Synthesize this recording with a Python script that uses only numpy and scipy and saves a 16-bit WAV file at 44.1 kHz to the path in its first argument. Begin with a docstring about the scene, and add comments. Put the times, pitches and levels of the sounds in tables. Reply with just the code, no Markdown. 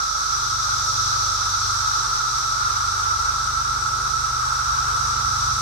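"""A woodland path, walked along while periodical cicadas chorus in the trees.
One species blends into a loud whistling drone: slurred sine notes in a crowd of coloured noise.
A second makes the brighter hiss above it: click trains ringing body resonances, merged with noise.
Underneath, a far engine at a nearly steady speed is a stack of fading sine orders, beside a low hum.
Coloured stereo noise makes the farthest canopy and a little wind rumbling on the microphone."""
import sys
import numpy as np
from scipy import signal
from scipy.fft import rfft, irfft, next_fast_len
from scipy.io import wavfile
from scipy.ndimage import uniform_filter1d

SR = 44100
rng = np.random.default_rng(int(sys.argv[2]) if len(sys.argv) > 2 else 0)


def digitize_waveform(pressure):
    """Quantize a signal to 16-bit integers and store it at the path in sys.argv[1].

    Rows of a 2-D input are taken as channels; values are limited to [-1, 1].
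    """
    field = np.atleast_2d(pressure).T
    bounded = np.clip(field, -1, 1)
    quanta = np.round(bounded * 32767).astype(np.int16)
    wavfile.write(sys.argv[1], SR, quanta)


N = 247401
T = np.arange(N) / SR  # time of every sample in seconds
ENGINE_HZ = 24.43  # mean cycle rate, shared by the orders and their dead spots


def drone():
    """Nearer whistlers stand in a blended crowd; their close pitches beat into a rough flutter."""
    # The blended song: the air sac resonance with a shelf below from the falling phrase ends.
    # Each row: frequency in Hz, relative power density in dB per Hz.
    song = [(600, -47), (750, -33.5), (860, -19), (1020, -22.5), (1160, -10.5), (1240, -6.5), (1305, 1),
            (1365, -3), (1440, -10), (1560, -18.5), (1800, -29), (2400, -33), (3200, -37.5), (5000, -51.5)]
    near_db, direct_db = -7, -5  # near singers against the crowd, their direct sound against its tail
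    voices = whistlers(count=14, pitch_hz=1350, spread_hz=40, waver_hz=8.02, phrase_s=2.8, slur=0.3)
    tail = woods(voices, t60=0.39)
    near = rms_one(tail + from_db(direct_db) * from_left(voices, lag_ms=0.26))
    crowd = diffuse(song) + from_db(near_db) * near
    level_db = -27 + 0.1955 * T  # grows slightly along the path
    return from_db(level_db) * evened(crowd, seconds=0.13)


def whistlers(count, pitch_hz, spread_hz, waver_hz, phrase_s, slur):
    """Each insect holds a near-pure note, slurs it down as its abdomen drops, rests and restarts."""
    starts = rng.random(count)
    paces = rng.uniform(0.72, 1.2, count)
    tunings = rng.standard_normal(count)
    chorus = 0
    for start, pace, tuning in zip(starts, paces, tunings):
        progress = (start + pace * T / phrase_s) % 1  # position within the phrase
        ending = np.interp(progress, [0.72, 0.88], [0, 1])
        effort = np.interp(progress, [0, 0.1, 0.72, 0.9], [0, 1, 1, 0])
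        held_hz = pitch_hz + spread_hz * tuning + waver_hz * drift(7.94)
        note = sine(held_hz * (1 - slur * ending))
        chorus = chorus + effort * (1 - ending / 2) * note
    return chorus


def hiss():
    """Tymbal clicks ring the upper body resonance and merge with far noise from both resonances."""
    # The lower and the upper body resonance.
    # Each row: frequency in Hz, relative power density in dB per Hz.
    low_resonance = [(2500, -32), (3050, -19.5), (3250, -9), (3480, -3.5), (3850, 1.5), (4250, 0.5),
                     (4800, -1.5), (5600, -11), (7000, -37)]
    high_resonance = [(3800, -24), (4700, -7.5), (5200, 1.5), (5750, 5), (6150, 1.5), (6600, -5),
                      (7150, -16), (7900, -16.5), (8600, -17), (9400, -30), (10400, -26), (11600, -23),
                      (13300, -31.5), (16000, -40)]
    clicks = woods(tymbals(count=6, clicks_hz=377.3, jitter=0.08), t60=0.24)
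    near = rms_one(filtered(clicks, from_db(at_bins(high_resonance))))
    upper = rms_one(diffuse(high_resonance) + from_db(-5.0) * near)
    upper = swell(mean_db=-31.5, swing_db=2.37, crest_s=0.96) * upper
    lower = swell(mean_db=-37, swing_db=2.4, crest_s=1.12) * diffuse(low_resonance)
    flicker = from_db(0.27 * drift(10.6))
    return flicker * (upper + lower)


def tymbals(count, clicks_hz, jitter):
    """Each insect buckles its ribs in a fast, slightly uneven train of clicks."""
    trains = 0
    for pace in rng.uniform(0.75, 1.25, count):
        cycles = np.cumsum(clicks_hz * pace * (1 + jitter * drift(30))) / SR
        clicks = np.diff(np.floor(cycles), prepend=0)  # one impulse as each cycle completes
        trains = trains + clicks * from_db(2 * drift(2.5))
    return trains


def swell(mean_db, swing_db, crest_s):
    """Gain of a chorus whose singers grow loud and soft together in one slow wave."""
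    period_s = 5.85
    return from_db(mean_db + swing_db * np.cos(2 * np.pi * (T - crest_s) / period_s))


def engine(smear, fading_db, wobble):
    """Orders of one cycle, phase-smeared by the long path; echoes fade higher ones more and faster."""
    # The engine's orders, before the overall trim in the mix. Each row: multiple of the cycle rate,
    # level in dB at the start, change along the path in dB per second.
    orders = [(2, -42, 0.1), (3, -45, 1), (4, -37, -0.02), (5, -40.5, 0.15), (6, -55, .5), (7, -60.5, -0.5),
              (8, -64.5, 2.5), (9, -71, 0.5), (10, -72, 0.5), (12, -63, -0.47), (16, -54.5, -1.18),
              (19, -74, 2), (20, -68, 1.5), (24, -59.5, -0.75), (28, -64.5, -0.5), (32, -61, 0.5)]
    turn = 2 * np.pi * np.cumsum(ENGINE_HZ * (1 + wobble * drift(3.2))) / SR
    tone = 0
    for multiple, start_db, db_per_s in orders:
        order = round(multiple)
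        scatter = (order / 16) ** 0.58
        fading = fading_db * scatter * drift(2.95 * scatter)
        level_db = start_db + db_per_s * T - dead_spots(order) + fading
        tone = tone + from_db(level_db) * np.sin(order * turn + smear * order ** 2)
    return np.sqrt(2) * tone  # makes the levels rms


def dead_spots(order):
    """Loss in dB where an echo cancels one order on the path; longer waves have wider dead spots."""
    # Each row: time of the crossing in seconds, order as a multiple of the cycle rate, depth in dB.
    crossings = [(.1, 4, 21), (.1, 5, 10.5), (.1, 16, 8), (.3, 12, 9), (1.0, 3, 8), (1.48, 5, 9.5),
                 (1.8, 6, 16), (1.9, 16, 17), (2.25, 4, 18), (2.27, 3, 15), (2.4, 8, 12), (3.02, 5, 28),
                 (3.05, 6, 5), (3.35, 16, 13), (3.7, 4, 7.5), (4.4, 8, 6), (4.47, 4, 24), (4.75, 16, 12)]
    half_width_wavelengths, walk_m_per_s = 0.079, 1.32
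    wavelength_m = 343 / (order * ENGINE_HZ)  # speed of sound in m/s over frequency
    width_s = half_width_wavelengths * wavelength_m / walk_m_per_s
    loss_db = 0
    for crossing_s, multiple, depth_db in crossings:
        if round(multiple) == order:
            loss_db = loss_db + depth_db / (1 + ((T - crossing_s) / width_s) ** 2)
    return loss_db


def hum(pitch_hz, waver_hz):
    """A low, slightly wavering sine that swells once out of a faint rest level."""
    rest_db, swell_db, crest_s, width_s = -58, 14, 5.1, 1
    level_db = rest_db + swell_db * np.exp(-((T - crest_s) / width_s) ** 2)
    return np.sqrt(2) * from_db(level_db) * sine(pitch_hz + waver_hz * drift(1.3))


def canopy():
    """The farthest insects and leaves merge into coloured noise with a slightly unsteady level."""
    # Each row: frequency in Hz, relative power density in dB per Hz.
    far_colour = [(2000, 2), (5000, 0.5), (8000, 13), (9500, 5.5), (11800, -3.5), (13300, -10),
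                  (16000, -12)]
    return from_db(-45.0 + 0.6 * drift(5.5)) * diffuse(far_colour)


def wind():
    """Wind on the microphone and far rumble: gusting low noise, as the breeze freshens a little."""
    # Each row: frequency in Hz, relative power density in dB per Hz.
    rumble_colour = [(15, -22), (30, -19), (55, 2), (100, -1.5), (135, -8), (220, -19.5), (400, -17),
                     (700, -17.5), (1200, -4), (3000, -54)]
    breeze_db = -47 + 0.82 * T
    return from_db(breeze_db + 1.4 * drift(3.1)) * diffuse(rumble_colour)


def diffuse(spectrum):
    """Countless far sources from all sides: stereo noise, most alike in the bass."""
    # Left-right likeness of the sound field. Each row: frequency in Hz, correlation from -1 to 1.
    likeness = [(100, 0.97), (270, 0.86), (450, 0.88), (740, 0.44), (1250, -0.053), (2000, -0.11),
                (3300, 0.17), (5500, -0.043), (9000, 0.0074)]
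    alike = np.clip(at_bins(likeness), -1, 1)
    colour = from_db(at_bins(spectrum))
    mid = filtered(rng.standard_normal(N), colour * np.sqrt(1 + alike))
    side = filtered(rng.standard_normal(N), colour * np.sqrt(1 - alike))
    return rms_one(np.array([mid + side, mid - side]))


def woods(x, t60):
    """Trunks and leaves scatter a sound into a dying tail (t60 in s), different at each port."""
    tail_s = np.arange(SR) / SR
    tail = rng.standard_normal((2, SR)) * from_db(-60 * tail_s / t60)
    run_in = np.concatenate([x[SR:0:-1], x])  # a reversed second ahead, so the tail is already full
    return rms_one(signal.fftconvolve(run_in[None], tail, axes=1)[:, SR:SR + N])


def from_left(x, lag_ms):
    """A sound from the left reaches the right port a moment later."""
    return rms_one(np.array([x, np.interp(T - lag_ms / 1000, T, x)]))


def evened(x, seconds):
    """Divide a stereo sound by its running rms to take out the slow swells."""
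    power = uniform_filter1d(x.mean(axis=0) ** 2, int(seconds * SR))
    return x / np.sqrt(power + 1e-12)


def drift(rate):
    """Slow random wander of rms 1: noise through two equal low-pass poles at `rate` Hz."""
    pole = np.exp(-200 * np.pi * rate / SR)  # runs at one value per 100 samples
    noise = rng.standard_normal(N // 100 + 2002)
    slow = signal.lfilter([1], [1, -2 * pole, pole ** 2], noise)[2000:]  # drop the settling
    return np.interp(np.arange(N) / 100, np.arange(len(slow)), rms_one(slow))


def sine(hz):
    """A sine that follows a moving frequency by summing its phase."""
    return np.sin(2 * np.pi * np.cumsum(hz) / SR)


def from_db(db):
    """Decibels to gain."""
    return 10 ** (np.asarray(db) / 20)


def rms_one(x):
    """Scale so that the mean of the channels has rms 1."""
    return x / np.sqrt(np.mean(np.atleast_2d(x).mean(axis=0) ** 2) + 1e-20)


def at_bins(points):
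    """Interpolate a (Hz, value) curve over log frequency at every bin of the padded transform."""
    hz, value = np.transpose(points)
    bins = np.fft.rfftfreq(next_fast_len(N, True), 1 / SR)
    return np.interp(np.log(bins + 1), np.log(hz), value)


def filtered(x, gain):
    """Apply a frequency response given as a gain at every bin."""
    size = next_fast_len(N, True)
    return irfft(rfft(x, size) * gain, size)[..., :N]


def scene():
    """Both choruses over the engine, the hum, the canopy and the wind, coming up at first."""
    # Each row: time in seconds, gain of the whole scene in dB.
    opening = [(0, -2), (.85, 0)]
    opening_s, opening_db = np.transpose(opening)
    gain = from_db(np.interp(T, opening_s, opening_db))
    machines = from_db(-1.0) * engine(smear=0.62, fading_db=2.5, wobble=0.0015)
    machines = machines + hum(pitch_hz=59.0, waver_hz=0.78)
    return gain * (drone() + hiss() + canopy() + wind() + machines)


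def record(dry):
    """Each microphone port colours its channel; the top is cut steeply."""
    # The ports differ in colour. Each row: frequency in Hz, left minus right in dB.
    port_difference = [(60, -1), (400, -1.5), (1400, -1.5), (2000, -2.5), (3000, -1.4), (6000, -1),
                       (7250, -3.5), (7900, 10), (8500, 1.5), (9500, 3), (12000, 2.2), (16000, 3)]
    cutoff_hz = 15800
    ports = from_db(at_bins(port_difference) * np.array([[0.5], [-0.5]]))  # half to each side
    top = from_db(at_bins([(cutoff_hz - 80, 0), (cutoff_hz + 150, -90)]))
    return filtered(dry, ports * top)


dry = scene()
out = record(dry)
digitize_waveform(out)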